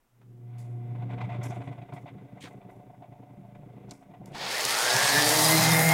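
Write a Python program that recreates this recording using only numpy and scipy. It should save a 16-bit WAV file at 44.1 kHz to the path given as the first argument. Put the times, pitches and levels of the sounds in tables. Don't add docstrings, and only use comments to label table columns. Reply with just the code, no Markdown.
import sys
import numpy as np
from scipy import signal
from scipy.fft import rfft, irfft, next_fast_len
from scipy.io import wavfile
from scipy.ndimage import uniform_filter1d

SR = 44100
rng = np.random.default_rng(int(sys.argv[2]) if len(sys.argv) > 2 else 0)


def to_wav(sig):
    pcm = np.clip(np.atleast_2d(sig), -1, 1) * 32767
    pcm = np.round(pcm).astype(np.int16)
    wavfile.write(sys.argv[1], SR, pcm.T)


N = 261572
t = np.arange(N) / SR

# pitch_hz, level_db (relative)
HISS_SPECTRUM = [(12, -25), (20, 9), (65, -15), (896, -15), (1750, -21.5), (3520, -27.5), (4410, -32),
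                 (5360, -29.5), (16000, -29.5)]
HISS_DB, TOP_HZ = -71, 15850

# time_s, hum_db, rumble_db, ring_db, rush_db
DRONE_LEVELS = [(0, -88, -83, -101, -90), (.06, -85, -78, -98, -90), (.11, -70, -87, -95, -95),
                (.2, -59, -64.5, -92, -83), (.32, -47.5, -56.5, -79, -92), (.55, -39.5, -56, -61, -66),
                (.75, -35.5, -50.5, -58.5, -69.5), (1.15, -33.5, -42, -52, -58.5),
                (1.45, -34, -42, -48.5, -53), (1.68, -40.5, -44.5, -56.5, -61),
                (1.8, -46.5, -49.5, -61, -65), (2.2, -51.5, -50, -60, -68), (2.5, -54.5, -49.5, -57, -67.5),
                (3., -55, -55, -58.5, -74.5), (3.65, -51.5, -51, -60.5, -70.5),
                (3.92, -50.5, -46, -62, -66), (3.98, -68, -55.5, -60, -68), (4.15, -64, -48.5, -53.5, -68),
                (4.22, -45, -41, -56, -64.5), (4.33, -69, -36, -41, -49.5)]
# time_s, expansion (0 = none)
GRIP = [(0, 0.08), (.8, 0.05), (1.5, 0.81), (1.8, 0.76), (3, 1.03), (4.3, 0.69), (4.5, 0.15), (5.93, 1.3)]
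HUM_HZ, SHAFT_HZ = 119.6, 9.228
# thrice_a_turn_db, thrice_peak_s, once_a_turn_db, once_peak_s
HUM_THROB = (2.6, 0.024, 3, 0.075)
LAYER_THROBS = [(4.5, 0.021, 2, 0.093), (3.5, 0.014, 1.5, .005), (2, 0.014, -0.5, 0.019)]
# time_s, bass_depth_db, upper_depth_db
LOPE = [(.85, 0, 0), (1.05, 1, 4.5), (1.6, 1, 4.5), (1.8, 1, 1), (2.3, 3, 1), (3.25, 3, 1), (3.45, 0, 1),
        (4.3, 0, 1)]
# bass_peak_s, upper_peak_s
LOPE_PEAKS = (.068, .037)
# pitch_hz, width_hz, level_db (relative)
RUMBLE = [(53.6, 13, -11.5), (138.5, 10.6, 1), (189, 31, 5), (270.5, 16, -3), (295, 98, -0.5),
          (333, 440, -3.5), (461, 110, -3.5)]
RING = [(592, 8.7, -4), (675, 130, -7.5), (707, 48, -3.5), (739.6, 29, -3), (886, 99, -8)]
RUSH = [(1007, 360, 3), (1490, 340, -3), (2040, 210, 0), (2295, 210, -5.5), (2420, 990, -2),
        (3500, 520, -8.5), (4900, 430, -33), (7100, 4600, -22.5)]
# multiple, level_db (against the noise, before grip)
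HUM_OVERTONES = [
    [(2, -4.5), (3, -5), (4, -30)],
    [(5, -17.5), (6, -1.5)],
    [(18, -16.5)],
]
# multiple (of the shaft), level_db (against the noise)
FAN_ORDERS = [(16, -9.5), (21, -10.5), (30, -12.5), (42, -15)]

# start_s, level_db (before THUMP_TRIM_DB)
THUMPS = [(1.673, -25), (1.781, -36), (1.925, -26.5), (2.034, -38), (2.151, -30), (2.326, -38),
          (2.412, -36), (2.541, -50), (2.652, -35), (2.759, -39), (2.975, -46), (3.084, -42), (3.194, -41),
          (3.375, -29.5), (3.59, -34), (3.736, -39), (4.095, -34), (4.203, -30), (4.311, -34)]
# pitch_hz, level_db (relative)
THUMP_MODES = [(119.6, -6.5), (147, 2), (190, -4.5), (272, -6.5), (350, -11)]
THUMP_TRIM_DB, THUMP_RISE_S, THUMP_HELD_S, THUMP_T60_S = -15, 0.0035, 0.021, 0.12

# (against the blow, before PUFF_TRIM_DB)
RATTLES = [(0.947, -43, -8.5), (1.02, -41, -9.5), (1.098, -36.5, -10.5), (1.128, -38.5, -8.5),
           (1.175, -38, -9.5), (1.203, -34.5, -7.5), (1.237, -39.5, -7), (1.288, -33.5, -10),
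           (1.318, -39, -8), (1.344, -37.5, -8.5), (1.412, -40.5, -6), (1.454, -41.5, -3),
           (1.503, -32.5, -12.5), (1.561, -36, -16), (1.603, -36, -10), (1.671, -37.5, -10),
           (1.711, -39, -9.5), (1.778, -41.5, -14), (1.814, -39, -15), (1.886, -41.5, -12),
           (1.921, -37.5, -9), (1.961, -37.5, -6.5), (2.056, -35.5, -18), (2.075, -40.5, -8),
           (2.179, -49, -8.5), (2.27, -57, -21), (2.368, -41.5, -13.5), (2.505, -44, -13), (2.612, -46, -9),
           (2.689, -42, -16.5), (2.796, -45, -19), (2.897, -43, -21), (2.938, -51, -14), (3.02, -37.5, -16),
           (3.05, -51, -12), (3.121, -42.5, -17), (3.228, -43.5, -22), (3.294, -46, -21), (3.336, -51, -19),
           (3.445, -46, -20), (3.485, -51, -20), (3.547, -43, -10.5), (3.628, -45, -26), (3.77, -47, -18),
           (3.881, -45.5, -18), (3.91, -42, -10), (4.022, -47.5, -10.5), (4.103, -46, -15),
           (4.135, -43.5, -10), (4.211, -43, -30)]
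# pitch_hz, level_db (against the blow)
RATTLE_MODES = [(595, -14), (680, -14), (713, -6.5), (748, -13.5), (885, -19.5), (1020, -22)]
RATTLE_HELD_S, RATTLE_HELD_S_PER_DB, RATTLE_T60_S, PUFF_TRIM_DB = 0.015, 0.001, 0.06, -6

# start_s, level_db (before stutter), pitch_hz, width_hz, rise_s, held_s, tail_t60_s
SCUFFS = [(0.213, -57.5, 690, 1190, .004, 0.0046, 0.068), (0.577, -73, 8300, 4000, 0.0046, 0.034, 0.78),
          (.577, -78, 12500, 6000, .004, .02, .4), (1.428, -59.5, 6540, 3000, .004, 0.012, 0.32),
          (1.43, -62.5, 9400, 5000, .005, 0.06, 0.23), (1.43, -76, 13000, 5000, .005, 0.064, .4),
          (1.47, -62, 5800, 1500, .01, 0.02, 0.13), (1.495, -58, 6400, 2400, .006, 0.013, 0.12),
          (1.52, -74.5, 8000, 4000, .01, .05, .8), (1.935, -67, 7600, 6000, .005, 0.024, 0.3),
          (1.935, -76, 13000, 5000, .004, .02, .3), (2.403, -62, 7300, 2600, 0.0065, 0.012, 0.34),
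          (2.402, -56, 2800, 1600, 0.0094, 0.012, 0.1), (2.412, -57, 3470, 1800, 0.01, 0.024, 0.06),
          (2.413, -62, 8000, 4030, 0.0073, 0.015, 0.3), (2.414, -59, 1980, 600, 0.0067, 0.022, 0.087),
          (2.437, -47.5, 2820, 2800, 0.0026, 0.0086, 0.13), (2.461, -66, 3600, 1200, .006, 0.015, 0.037),
          (2.438, -63, 6500, 3000, .003, 0.007, 0.11), (2.448, -52, 1440, 1300, 0.0046, 0.034, 0.04),
          (2.405, -76, 12500, 6000, .006, .05, 0.48), (2.69, -79, 9100, 8000, .005, 0.039, 0.45),
          (3.885, -71, 4500, 3500, .012, 0.025, .1), (3.915, -68, 7360, 5000, .005, 0.012, 0.39),
          (3.915, -75, 5300, 700, .004, 0.01, 0.23), (4.262, -70, 7850, 6050, 0.0061, 0.027, 0.69),
          (4.313, -58, 2900, 2400, 0.026, 0.044, 0.093)]
# start_s, level_db, pitch_hz, width_hz, tail_t60_s
CLICKS = [(0.582, -61, 6050, 9000, 0.3), (1.935, -60, 7000, 9000, .04), (2.420, -47, 3200, 2400, .03),
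          (2.443, -48, 3500, 5000, 0.02), (2.456, -45, 1500, 1200, 0.028), (2.472, -55, 1200, 1200, 0.053),
          (3.909, -38, 5300, 4200, 0.033), (4.258, -48, 7600, 8850, 0.018), (4.351, -40, 4000, 5000, 0.017),
          (4.381, -40.5, 6500, 5000, .015), (4.651, -9, 7400, 7000, 0.0065), (4.662, -23, 5100, 1500, .02),
          (4.678, -26, 5100, 1500, .02)]
CLICK_RISE_S = 0.00082

# time_s, level_db
RETURNING_HUM_LEVELS = [(4.9, -60), (5.1, -52), (5.25, -39), (5.4, -45), (5.5, -37), (5.75, -36),
                        (5.93, -38)]
# pitch_hz, width_hz, level_db (relative)
RETURNING_DRONE = [(100, 20, -22), (147, 25, -13), (188, 17, -2.5), (258, 16, -9)]
RETURNING_HUM_HZ, RETURNING_DRONE_DB = 120.8, -3

# time_s, speed_turns_per_s
SHAFT_SPEED = [(4.345, 0), (4.45, 40), (4.55, 70), (4.67, 96), (4.742, 107.7), (4.896, 124.9), (5.056, 138),
               (5.144, 144.2), (5.28, 151), (5.4, 155.3), (5.522, 158.5), (5.68, 160.8), (5.836, 162.2),
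               (5.93, 162.7)]
SANDER_START_S, WOBBLE = 4.345, 0.0015
# time_s, shake_db, growl_db, grit_db, rasp_db, fine_hiss_db (last three before HISS_TRIM_DB)
SANDER_LEVELS = [(4.35, -74, -43.5, -49, -79, -83), (4.41, -79, -39.5, -39, -71, -77),
                 (4.51, -92, -35.5, -34.5, -41, -47.5), (4.68, -60, -33.5, -32.5, -35, -39.5),
                 (4.88, -61, -29.5, -31.5, -30, -43), (5.02, -61, -28, -28.5, -30, -37),
                 (5.16, -41, -25.5, -30, -29, -32.5), (5.34, -45, -27, -29.5, -29, -31.5),
                 (5.45, -34.5, -27.5, -30, -27, -27.5), (5.6, -27, -26, -31, -29.5, -29),
                 (5.71, -26.5, -27, -31, -27.5, -30), (5.76, -27, -27, -42, -36, -28.5),
                 (5.93, -26, -26, -34, -35, -29.5)]
HISS_TRIM_DB, OVERTONE_TRIM_DB = -1.5, -1
# peak_s, hum_swell_db, shake_db
GRAZES = [(4.665, -46, -63), (4.961, -42.5, -37), (5.045, -51, -40), (5.186, -43, -32.5), (5.365, -54, -43)]
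GRAZE_WIDTH_S, GRAZE_HISS_DB = 0.011, 0.5
# time_s, then one level_db per multiple (before OVERTONE_TRIM_DB)
SHAKE_OVERTONES = [(4.5, -75, -68, -73, -74, -74), (4.75, -69, -53, -45.5, -58, -60),
                   (4.85, -66, -58, -47.5, -62, -64), (4.95, -51, -38, -38, -58, -55),
                   (5.05, -53, -51, -42, -52, -49), (5.15, -35.5, -41, -41, -55, -56),
                   (5.25, -31.5, -42, -35.5, -36, -40), (5.35, -38.5, -34, -34, -48, -52),
                   (5.45, -33, -41, -37, -40, -51), (5.55, -30, -39, -28.5, -38, -50),
                   (5.65, -37.5, -38, -42, -33.5, -40), (5.75, -34.5, -38.5, -39, -44, -42),
                   (5.85, -45, -32.5, -35, -38, -52), (5.93, -31, -42, -37, -28, -37)]
SHAKE_MULTIPLES = (2, 3, 4, 5, 5.55)
# time_s, blade_db, upper_side_db, lower_side_db, blade_octave_db, whistle_db
WHINE_LEVELS = [(4.42, -78, -74, -78, -76, -51), (4.55, -42, -71, -75, -39.5, -45),
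                (4.65, -47, -52, -58, -51, -58), (4.75, -40, -40, -48, -58, -58),
                (4.9, -34.5, -46, -42, -50, -44), (5.0, -30, -33, -47, -48, -49),
                (5.07, -41, -37, -48, -51, -32), (5.16, -33.5, -31.5, -33, -54, -40),
                (5.22, -39, -35, -59, -52, -32), (5.32, -40, -42, -46, -50, -38),
                (5.45, -35.5, -39, -57, -38.5, -33), (5.6, -32, -40, -54, -43, -35),
                (5.72, -32, -45, -46, -44, -34), (5.8, -27.5, -42, -37, -50, -54),
                (5.93, -26, -43, -41, -47, -50)]
BLADES = 13
SIDE_MULTIPLES = (12, 11.2)
# multiple (of the shaft), level_db (against whistle_db)
WHISTLE = [(24, -10), (29.5, -13), (31, -5), (33, -11)]
ROOM_T60_S, ROOM_DB = 0.45, -7
# time_s, pitch_hz
SQUEAL_PITCH = [(4.4, 7900), (4.55, 8020), (4.7, 8130), (4.9, 8290), (5.05, 8340), (5.3, 8400)]
# time_s, level_db (peak)
SQUEAL_LEVELS = [(4.4, -70), (4.55, -58), (4.7, -43), (4.85, -52), (4.97, -44), (5.05, -34), (5.15, -43),
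                 (5.3, -82)]
# time_s, level_db
CASING_LEVELS = [(4.35, -71), (4.45, -45), (4.7, -43), (5.0, -38), (5.3, -34), (5.7, -34.5), (5.78, -36.5),
                 (5.93, -37)]
# pitch_hz, width_hz, level_db (relative)
CASING = [(2700, 100, -17), (3260, 200, 0), (3640, 110, 1), (3910, 59, 1.5), (4130, 100, 0.5),
          (4900, 150, -0.5), (5130, 49, 1.5), (5390, 160, 1), (6440, 110, -6), (6740, 320, 1),
          (9000, 300, -9)]
GROWL = [(232, 390, -6), (480, 220, 1), (622, 100, 0), (706, 40, -1.5), (795, 130, 3), (909, 69, 0.5),
         (1070, 480, 4), (1426, 220, -2.5), (1625, 36, -3.5), (1748, 33, -6.5), (1900, 470, 3.5),
         (2190, 1000, 4)]
GRIT = [(2790, 3800, 1), (3720, 1960, -0.5), (4470, 550, -3), (5000, 510, -5.5)]
RASP = [(5440, 1600, 0), (6550, 2800, 0), (8900, 4200, 0)]
FINE = [(9550, 5200, 7.5), (13000, 2400, 1), (14600, 2600, -2)]
TICKS_PER_S, TICK_DB, TICK_SPREAD_DB, TICK_T60_S = 110, -6, 2.5, 0.006


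def undb(db):
    return 10 ** (np.asarray(db) / 20)


def unit(x):
    return x / np.sqrt(np.mean(x ** 2))


def curves(table):
    s, *columns = np.transpose(table)
    return [np.interp(t, s, column) for column in columns]


def walk(rate):
    held = int(SR / rate)
    steps = np.repeat(rng.standard_normal(N // held + 1), held)
    return unit(uniform_filter1d(uniform_filter1d(steps, held), held)[:N])


def shaped(gain_of_hz):
    size = next_fast_len(N)
    hz = np.arange(size // 2 + 1) * SR / size + 1e-3
    spectrum = rfft(rng.standard_normal(size)) * gain_of_hz(hz)
    return unit(irfft(spectrum, size)[:N])


def resonant(modes):
    def gain(hz):
        power = 0
        for f, width, db in modes:
            detuning = (hz * hz - f * f) / (hz * width)
            power = power + undb(2 * db) / width / (1 + detuning ** 2) ** 2
        return np.sqrt(power)
    return shaped(gain)


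def patchy(modes, flicker_db, rate):
    return unit(sum(undb(db + flicker_db * walk(rate)) * resonant([(hz, width, 0)])
                    for hz, width, db in modes))


def tones(phase, table, waver_db, rate, slip):
    out = np.zeros(N)
    for multiple, db in table:
        level = np.sqrt(2) * undb(db + waver_db * walk(rate))
        out += level * np.sin(multiple * phase + slip * walk(rate))
    return out


def burst(s, db, hz, width_hz, rise_s, held_s, t60):
    edges = np.clip([hz - width_hz / 2, hz + width_hz / 2], 80, 0.45 * SR)
    first, out = int(s * SR), np.zeros(N)
    age = t[first:first + SR] - s
    band = signal.butter(2, edges, "band", fs=SR, output="sos")
    noise = unit(signal.sosfilt(band, rng.standard_normal(SR))[:len(age)])
    rise = np.clip(age / max(rise_s, 1e-4), 0, 1)
    decay = undb(db - 60 * np.maximum(age - held_s, 0) / max(t60, 0.005))
    out[first:first + SR] = rise * decay * noise
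    return out


def blow(db, rise_s, held_s, t60):
    age = t[:SR // 3]
    rise = np.clip(age / max(rise_s, 1e-4), 0, 1)
    return rise * undb(db - 60 * np.maximum(age - held_s, 0) / max(t60, 0.01))


def ringing(modes, detune):
    age = t[:SR // 3]
    return sum(undb(db) * np.sin(2 * np.pi * hz * k * age) for (hz, db), k in zip(modes, detune))


def room(x):
    age = t[:int(ROOM_T60_S * SR)]
    tail = rng.standard_normal(len(age)) * undb(-60 * age / ROOM_T60_S) * (age > 0.004)
    tail /= np.sqrt(np.sum(tail ** 2))
    return x + undb(ROOM_DB) * signal.fftconvolve(x, tail)[:N]


def microphone_hiss():
    hz, db = np.transpose(HISS_SPECTRUM)
    return undb(HISS_DB) * shaped(lambda f: undb(np.interp(np.log(f), np.log(hz), db)))


def throb(thrice_db, thrice_s, once_db, once_s):
    turn = 2 * np.pi * SHAFT_HZ
    return undb(thrice_db * np.cos(3 * turn * (t - thrice_s)) + once_db * np.cos(turn * (t - once_s)))


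def suppress(x, quick_s=0.021, slow_s=0.054):
    def mean_power(v, s):
        width = int(s * SR)
        return np.abs(uniform_filter1d(uniform_filter1d(v * v, width), width)) + 1e-18
    y = x * (mean_power(x, quick_s) / mean_power(x, slow_s)) ** (curves(GRIP)[0] / 2)
    return y / np.sqrt(mean_power(y, slow_s))


def extractor():
    mains, shaft = 2 * np.pi * HUM_HZ * t, 2 * np.pi * SHAFT_HZ * t
    grip = curves(GRIP)[0]
    lurch = grip * walk(13)
    bass_lope, upper_lope = (depth * np.cos(2 * np.pi * SHAFT_HZ * (t - peak_s))
                             for depth, peak_s in zip(curves(LOPE), LOPE_PEAKS))
    hum_db, rumble_db, ring_db, rush_db = curves(DRONE_LEVELS)
    hum = np.sin(mains) * throb(*HUM_THROB) ** grip * undb(4.8 * walk(24.61) + 1.8 * lurch)
    out = suppress(hum) * undb(hum_db + bass_lope)

    rumble, ring, rush = (
        resonant(modes) + undb(2.5 - 25.0 * grip) * tones(mains, overtones, 3.5, 9, 0.7)
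        for modes, overtones in zip((RUMBLE, RING, RUSH), HUM_OVERTONES))
    rumble = rumble + tones(shaft, FAN_ORDERS, 3.5, 9.2, 1.1)
    levels_db = (rumble_db + bass_lope, ring_db + upper_lope, rush_db + upper_lope)
    fade = np.clip((4.6 - t) / 0.81, 0, 1)
    for layer, beat, lurch_db, db in zip((rumble, ring, rush), LAYER_THROBS, (1.8, 0.8, 1.5), levels_db):
        throbbing = layer * throb(*beat) ** grip * undb(lurch_db * lurch)
        out += fade * undb(db) * suppress(throbbing)
    return out


def thumps():
    out = np.zeros(N)
    detune = 1 + 0.02 * rng.standard_normal((len(THUMPS), len(THUMP_MODES)))
    for (s, db), shifts in zip(THUMPS, detune):
        shape = blow(db + THUMP_TRIM_DB, THUMP_RISE_S, THUMP_HELD_S, THUMP_T60_S)
        first = int(s * SR)
        out[first:first + len(shape)] += shape * ringing(THUMP_MODES, shifts)
    return out


def rattles():
    low, puff = np.zeros(N), np.zeros(N)
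    detune = 1 + 0.008 * rng.standard_normal((len(RATTLES), len(RATTLE_MODES)))
    for (s, db, treble_db), shifts in zip(RATTLES, detune):
        held_s = RATTLE_HELD_S + RATTLE_HELD_S_PER_DB * max(db + 43, 0)
        shape = blow(db, 0.005, held_s, RATTLE_T60_S)
        at = slice(int(s * SR), int(s * SR) + len(shape))
        low[at] += shape * ringing(RATTLE_MODES, shifts)
        puff[at] += shape * undb(treble_db + PUFF_TRIM_DB)
    return low + puff * undb(2 * walk(150)) * patchy(RUSH, 2.0, 30)


def scuffs():
    stutter = undb(2.4 * walk(200) + 2.0 * walk(70))
    return stutter * sum(burst(*row) for row in SCUFFS)


def clicks():
    return sum(burst(s, db, hz, width_hz, CLICK_RISE_S, 0, t60) for s, db, hz, width_hz, t60 in CLICKS)


def graze_bumps():
    return [np.exp(-0.5 * ((t - row[0]) / GRAZE_WIDTH_S) ** 2) for row in GRAZES]


def returning_hum(bumps):
    level = undb(curves(RETURNING_HUM_LEVELS)[0] + 2.4 * walk(24.87))
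    level += sum(undb(hum_swell_db) * bump for (_, hum_swell_db, _), bump in zip(GRAZES, bumps))
    tone = np.sqrt(2) * np.sin(2 * np.pi * RETURNING_HUM_HZ * t + 0.54 * walk(17))
    return level * (tone + undb(RETURNING_DRONE_DB) * resonant(RETURNING_DRONE))


def pad_shake(phase, bumps):
    level = undb(curves(SANDER_LEVELS)[0])
    level += sum(undb(shake_db) * bump for (_, _, shake_db), bump in zip(GRAZES, bumps))
    out = level * tones(phase, [(1, 0)], 1.8, 28, 0.55)
    for multiple, db in zip(SHAKE_MULTIPLES, curves(SHAKE_OVERTONES)):
        out += undb(db + OVERTONE_TRIM_DB) * tones(phase, [(multiple, 0)], 2.3, 30, 0.75)
    return out


def fan_whine(phase):
    blade_db, *side_db, octave_db, whistle_db = curves(WHINE_LEVELS)
    whine = undb(blade_db) * tones(phase, [(BLADES, 0)], 2.1, 45, 0.45)
    whine += undb(octave_db) * tones(phase, [(2 * BLADES, 0)], 2.5, 40, 0.6)
    for multiple, db in zip(SIDE_MULTIPLES, side_db):
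        whine += undb(db) * tones(phase, [(multiple, 0)], 2.8, 50, 0.7)
    return room(whine) + undb(whistle_db) * tones(phase, WHISTLE, 3.5, 60, 0.8)


def bearing_squeal():
    phase = 2 * np.pi * np.cumsum(curves(SQUEAL_PITCH)[0]) / SR
    level = undb(curves(SQUEAL_LEVELS)[0] + 3.4 * walk(40))
    return level * np.sin(phase + 0.66 * walk(60))


def ticks():
    hits = (rng.random(N) < TICKS_PER_S / SR) * undb(TICK_SPREAD_DB * rng.exponential(size=N))
    decay = undb(-60 / (TICK_T60_S * SR))
    return undb(TICK_DB) * signal.lfilter([1], [1, -decay], hits)


def sanding_noise(phase, bumps):
    _, growl_db, grit_db, rasp_db, fine_db = curves(SANDER_LEVELS)
    pulse = np.cos(phase)
    flutter = walk(35)
    crack = 1 + ticks()
    out = undb(curves(CASING_LEVELS)[0] + 0.6 * flutter) * crack * patchy(CASING, 3.0, 14)
    out += undb(growl_db + 1.1 * pulse + 0.25 * flutter) * patchy(GROWL, 2.04, 18)
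    for db, modes in ((grit_db, GRIT), (rasp_db, RASP), (fine_db, FINE)):
        motion_db = GRAZE_HISS_DB * sum(bumps) + 1.24 * pulse + 0.61 * flutter + 0.67 * walk(300)
        out += crack * undb(db + HISS_TRIM_DB + motion_db) * patchy(modes, 1.3, 30)
    return out


def sander():
    speed = curves(SHAFT_SPEED)[0] * (1 + WOBBLE * walk(30))
    phase = 2 * np.pi * np.cumsum(speed) / SR
    bumps = graze_bumps()
    out = returning_hum(bumps) + pad_shake(phase, bumps) + fan_whine(phase)
    out += bearing_squeal() + sanding_noise(phase, bumps)
    return out * np.clip((t - SANDER_START_S) / 0.0033, 0, 1)


def scene():
    mix = microphone_hiss() + extractor() + thumps() + rattles() + scuffs() + clicks() + sander()
    return np.tile(mix, (2, 1))


def record(dry):
    return signal.sosfilt(signal.ellip(14, 0.3, 90, TOP_HZ, fs=SR, output="sos"), dry)


dry = scene()
out = record(dry)
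to_wav(out)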